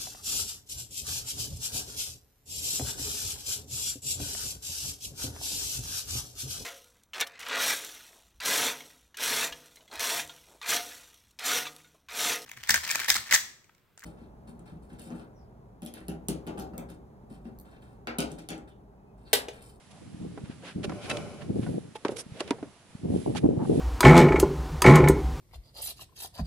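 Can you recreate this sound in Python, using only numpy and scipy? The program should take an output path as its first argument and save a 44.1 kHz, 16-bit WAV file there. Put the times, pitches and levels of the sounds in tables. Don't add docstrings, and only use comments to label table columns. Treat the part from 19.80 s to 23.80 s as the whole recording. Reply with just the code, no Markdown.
import sys
import numpy as np
from scipy import signal
from scipy.fft import rfft, irfft, next_fast_len
from scipy.io import wavfile
from scipy.ndimage import map_coordinates

SR = 44100
rng = np.random.default_rng(int(sys.argv[2]) if len(sys.argv) > 2 else 0)


def transcribe(signal):
    frames = np.atleast_2d(signal).T
    limited = np.clip(frames, -1, 1)
    pcm = np.round(limited * 32767).astype(np.int16)
    wavfile.write(sys.argv[1], SR, pcm)


N = 176400
T = np.arange(N) / SR
DECK_PAN_DB = -2
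GRAIN_RATE, GRAIN_SPREAD = 7000, 0.41


def amp(db):
    return 10 ** (np.asarray(db) / 20)


def unit(x):
    return x / np.sqrt(np.mean(x ** 2) + 1e-20)


def along(points, hz):
    freqs, levels = np.transpose(points)
    return amp(np.interp(np.log(hz + 1), np.log(freqs + 1), levels))


def filtered(x, response):
    n = x.shape[-1]
    padded = next_fast_len(n + 8192)
    return irfft(rfft(x, padded) * response(np.fft.rfftfreq(padded, 1 / SR)), padded)[..., :n]


def high_passed(x, edge_hz):
    return signal.sosfilt(signal.butter(2, edge_hz, "highpass", fs=SR, output="sos"), x)


def wobble(rate):
    return map_coordinates(rng.standard_normal(int(T[-1] * rate) + 4), [T * rate])


def grains(rate, spread):
    impulses = (rng.random((2, N)) < rate / SR) * np.sign(rng.standard_normal((2, N)))
    return impulses * np.exp(spread * rng.standard_normal((2, N)))


def panned(x, pan_db):
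    return x * amp([[pan_db / 2], [-pan_db / 2]])


def stereo(pair, response, pan_db=0):
    def mid_and_side(hz):
        angle = np.pi / 4 * hz / np.hypot(hz, 1710)
        return response(hz) * np.array([np.cos(angle), np.sin(angle)])
    mid, side = filtered(pair, mid_and_side)
    return panned(unit(np.array([mid + side, mid - side])), pan_db)


def noise(spectrum, pan_db=0):
    return stereo(rng.standard_normal((2, N)), lambda hz: along(spectrum, hz), pan_db)


def swell(s, half_width):
    return np.exp(-np.minimum(((T - s) / half_width) ** 2, 50))


def struck(t, t60, rise):
    return amp(-60 * t / t60) * (1 - np.exp(-t / rise))


def add(track, s, sound):
    part = track[..., round(s * SR):][..., :sound.shape[-1]]
    part += sound[..., :part.shape[-1]]


def water():
    # (frequency [Hz], level [dB])
    wash = [(25, -9), (80, -0.5), (300, -2), (700, -3.5), (1500, -9), (3000, -10.5), (6500, -15.5),
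            (11000, -15)]
    return amp(-56.5 + 0.52 * wobble(14)) * noise(wash, pan_db=-2.5)


def wind():
    # (time [s], level [dB])
    gusts = [(0, -78), (.19, -59.5), (.22, -51.5), (.37, -53), (.44, -39.5), (.5, -48), (.6, -51.5),
             (.81, -55.5), (.94, -62), (.97, -36.5), (1.03, -45.5), (1.08, -35), (1.2, -52.5), (1.35, -41),
             (1.6, -54.5), (1.7, -35), (1.735, -38.5), (1.77, -29.5), (1.86, -40.5), (1.88, -30.5),
             (1.91, -35.5), (1.98, -33.5), (2.01, -46), (2.09, -53), (2.13, -64), (2.22, -74),
             (2.33, -46.5), (2.42, -71), (2.5, -60), (2.88, -56), (2.95, -84), (3.19, -68), (3.245, -33.5),
             (3.36, -27.5), (3.44, -45.5), (3.47, -25.5), (3.55, -36), (3.615, -35.5), (3.65, -20),
             (3.675, -29.5), (3.715, -24.5), (3.75, -31.5), (3.81, -28.5), (3.855, -38), (3.9, -22),
             (3.935, -28.5), (3.96, -21.5), (4, -25)]
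    # (time [s], peak [dB], pitch [Hz])
    eddies = [(.347, -29.5, 160), (0.417, -29.5, 131), (.64, -30, 131), (.7, -25.5, 225),
              (.962, -22.5, 200), (0.985, -23.5, 271), (1.082, -23.5, 174), (1.705, -17, 203),
              (1.766, -14.5, 343), (1.796, -15.5, 260), (1.983, -17, 407), (2.467, -35.5, 182),
              (2.523, -31.5, 124), (3.154, -29.5, 174), (3.304, -18.5, 303), (3.363, -10.5, 367),
              (3.463, -14.5, 546), (3.642, -15.5, 170), (3.656, -8.5, 270), (3.691, -6.5, 353),
              (3.898, -9, 345), (3.92, -12.5, 416), (3.962, -9.5, 313), (3.98, -13, 288)]
    # (frequency [Hz], level [dB])
    rumble_band = [(20, -60), (50, -17.5), (100, -4), (170, -1.5), (300, -10), (450, -37), (800, -34),
                   (2000, -84)]
    # (frequency [Hz], level [dB])
    flutter_band = [(100, -24.5), (220, -1), (330, -0.5), (480, -6.5), (750, -18.5), (1100, -38.5),
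                    (1600, -52), (4000, -75)]
    reference_db, half_width_cycles, crossing_s = -30, 0.51, 0.0008
    churn_db = 3.5 * (np.tanh(wobble(60)) - .2)
    gust_db = np.interp(T, *np.transpose(gusts)) - reference_db + churn_db
    buffeting = lambda band: unit(filtered(grains(rate=480, spread=0.39), lambda hz: along(band, hz)))
    rumble = buffeting(rumble_band) * amp(-1.5 + 0.72 * gust_db)
    flutter = buffeting(flutter_band) * amp(-0.5 + 1.15 * gust_db)
    common, opposed = amp(reference_db) * (rumble + flutter)
    for s, db, hz in eddies:
        common += amp(db) * swell(s, half_width_cycles / hz) * np.sin(2 * np.pi * hz * (T - s))
    opposed = amp(-6) * high_passed(opposed, edge_hz=78)
    left = np.interp(T + crossing_s / 2, T, common + opposed)
    right = np.interp(T - crossing_s / 2, T, common - opposed)
    return np.array([left, right])


def scuffs():
    # (time [s], half-width [s], level [dB], tilt [dB/octave], pan [dB])
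    strokes = [(0.117, 0.0075, -50, 6, -2), (0.658, 0.014, -50, -1, -2), (0.715, 0.024, -47.5, -1, -1),
               (0.881, 0.043, -42, 0.5, -1.5), (1.046, 0.0092, -33.5, 1.5, -3),
               (1.249, 0.034, -43, 2.5, -1), (1.301, 0.0053, -29.5, 3.5, -2), (1.314, 0.0068, -29, 1, -1),
               (1.622, 0.012, -45, -0.5, -7), (1.838, 0.014, -42.5, -1, -1), (2.161, 0.0084, -42, 2.5, -4),
               (2.318, 0.015, -43, 8.5, -3), (2.37, 0.0062, -36.5, 8, -15), (2.603, 0.079, -51, 2, -3.5),
               (2.604, 0.0074, -38.5, 2, -4), (2.691, 0.016, -44.5, -1, -5), (3.574, 0.015, -34, 3, -7.5)]
    # (frequency [Hz], level [dB])
    spectrum = [(200, 15), (800, 2.5), (1500, 6.5), (2100, 4), (2700, 5.5), (3600, 1), (5500, -7),
                (8000, -12.5), (11000, -11.5)]
    slips, sound = grains(GRAIN_RATE, GRAIN_SPREAD), np.zeros((2, N))
    for s, half_width, db, tilt, pan in strokes:
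        tilted = lambda hz: along(spectrum, hz) * amp(tilt * np.log2(hz + 1))
        sound += amp(db) * swell(s, half_width) * stereo(slips, tilted, pan)
    return sound


def rubs():
    # (time [s], half-width [s], level [dB], pitch [Hz])
    strokes = [(0.154, 0.051, -56.5, 680), (0.841, 0.013, -46.5, 526), (2.337, 0.066, -42.5, 440),
               (2.573, 0.022, -47.5, 510), (2.705, 0.058, -43.5, 436), (3.557, 0.0077, -35.5, 810),
               (3.818, 0.025, -40, 850), (3.855, 0.0052, -35, 800)]
    skirt_db_per_octave = -24
    slips, sound = grains(GRAIN_RATE, GRAIN_SPREAD), np.zeros((2, N))
    for s, half_width, db, pitch in strokes:
        resonance = lambda hz: amp(skirt_db_per_octave * abs(np.log2((hz + 1) / pitch)))
        sound += amp(db) * swell(s, half_width) * stereo(slips, resonance)
    return sound


def knocks():
    # (time [s], level [dB], thud pitch [Hz], hardness [dB], ring pitch [Hz], ring level [dB])
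    blows = [(0.5747, -34, 296, -1.5, 802, -41.5), (1.045, -27.5, 395, -16, 573, -34),
             (1.094, -37, 302, 7.5, 1346, -44), (1.119, -40.5, 336, 5, 1020, -45),
             (1.864, -39.5, 706, 3, 1470, -41), (2.155, -37, 470, -6, 863, -36),
             (2.249, -23, 393, 6, 907, -29), (2.291, -24.5, 397, -9.5, 560, -47),
             (2.32, -28, 368, -18, 650, -42), (2.607, -28.5, 355, 1.5, 598, -30),
             (2.708, -17, 280, -4.5, 954, -25.5), (2.784, -49, 377, 1, 750, -45.5),
             (2.8277, -25, 291, -11, 633, -39)]
    # (pitch ratio, level [dB], t60 [s])
    plank_modes = [(1, 4.5, 0.04), (1.38, -8.5, 0.074)]
    # (pitch ratio, level [dB], t60 [s])
    spot_modes = [(1, 2, 0.063), (1.74, -16.5, 0.054), (2.7, -22, 0.033)]
    # (frequency [Hz], level [dB])
    crack_band = [(120, -11), (400, 6), (900, -3.5), (1500, -9), (2700, -18.5), (4500, -25), (9000, -37)]
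    t, rise_s = T[:SR // 2], 0.00052
    crack_and_tail = amp(-2.5) * struck(t, 0.06, rise_s) + amp(-28) * struck(t, 0.58, rise_s)
    ring, crack_envelope = np.zeros(N), np.zeros(N)
    for s, db, thud_hz, hardness_db, ring_hz, ring_db in blows:
        for modes, hz, base_db in (plank_modes, thud_hz, db), (spot_modes, ring_hz, ring_db):
            for ratio, mode_db, t60 in modes:
                envelope = amp(base_db + mode_db + rng.standard_normal()) * struck(t, t60, rise_s)
                add(ring, s, envelope * np.sin(2 * np.pi * hz * ratio * t))
        add(crack_envelope, s, amp(db + hardness_db) * crack_and_tail)
    crack = crack_envelope * noise(crack_band, DECK_PAN_DB)
    return high_passed(panned(ring, DECK_PAN_DB) + crack, edge_hz=183)


def rail_rub():
    # (frequency [Hz], bandwidth [Hz], level [dB])
    modes = [(397, 83, -1), (593, 14, 6.5), (660, 33, -4), (745, 130, -5.5), (1064, 55, -10),
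             (1237, 44, -12), (1357, 18, -7), (1483, 38, -10), (2330, 210, -13.5), (2650, 61, -16.5),
             (2940, 96, -14.5), (4120, 150, -30)]
    # (time [s], level [dB])
    stroke = [(.8, -100), (1.05, -51), (1.15, -46.5), (1.23, -47), (1.33, -35.5), (1.42, -42), (1.52, -47),
              (1.62, -49), (1.8, -72), (2, -110)]
    # (frequency [Hz], level [dB])
    slide_band = [(500, -10), (2500, -7.5), (5000, 1), (8000, -5.5), (11000, -1.5)]

    def steel(hz):
        return sum((-1) ** k * amp(db) * 1j * hz * width / (centre ** 2 - hz ** 2 + 1j * hz * width)
                   for k, (centre, width, db) in enumerate(modes))
    ring = stereo(grains(GRAIN_RATE, GRAIN_SPREAD), steel)
    slide = amp(-9.5) * noise(slide_band)
    return amp(np.interp(T, *np.transpose(stroke))) * (ring + slide)


def clicks():
    # (time [s], level [dB])
    contacts = [(1.032, -41), (1.096, -39.5), (1.3, -29), (1.37, -29.5), (2.249, -34), (2.283, -33),
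                (2.368, -36), (2.6051, -23.5), (2.677, -39.5), (2.707, -24.5), (3.55, -39)]
    # (frequency [Hz], level [dB])
    spectrum = [(300, -4), (1200, -1), (3000, 2), (5000, -4), (8000, -10.5), (11000, -15)]
    envelope = np.zeros(N)
    for s, db in contacts:
        add(envelope, s, amp(db) * struck(T[:SR // 4], t60=0.022, rise=0.000066))
    return envelope * noise(spectrum, DECK_PAN_DB)


def rail_jolt():
    # (time [s], rise [s], level [dB], pitch [Hz])
    jolts = [(1.302, 0.0048, -23, 2624)]
    # (pitch ratio, level [dB], t60 [s])
    modes = [(.515, -8, .12), (1, 1, 0.062), (1.12, -18, .09), (1.5, -13, .08)]
    ring, t = np.zeros(N), T[:SR // 2]
    for s, rise, db, hz in jolts:
        for ratio, mode_db, t60 in modes:
            add(ring, s, amp(db + mode_db) * struck(t, t60, rise) * np.sin(2 * np.pi * hz * ratio * t))
    return ring


def hiss():
    # (time [s], half-width [s], level [dB])
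    gusts = [(1.865, 0.14, -52.5), (3.37, 0.079, -51), (3.474, 0.16, -51.5), (3.883, 0.054, -51),
             (3.972, 0.083, -47)]
    # (frequency [Hz], level [dB])
    spectrum = [(500, -32), (1500, -5), (3200, -2), (6500, -8), (10500, -1)]
    power = sum((amp(db) * swell(s, half_width)) ** 2 for s, half_width, db in gusts)
    return np.sqrt(power) * noise(spectrum, pan_db=-7.5)


def rope_zip():
    # (frequency [Hz], level [dB])
    spectrum = [(1500, -7.5), (2600, -7), (4300, -4), (5800, 1), (7400, -9), (9000, 1), (11000, -2)]
    friction = stereo(grains(GRAIN_RATE, GRAIN_SPREAD), lambda hz: along(spectrum, hz), DECK_PAN_DB)
    return amp(-32.5) * swell(2.398, half_width=.017) * friction


def scene():
    handling = high_passed(scuffs() + clicks() + rope_zip(), edge_hz=170)
    return water() + wind() + handling + rubs() + knocks() + rail_rub() + rail_jolt() + hiss()


def record(dry):
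    return filtered(dry, lambda hz: hz < 11250)


dry = scene()
out = record(dry)
transcribe(out)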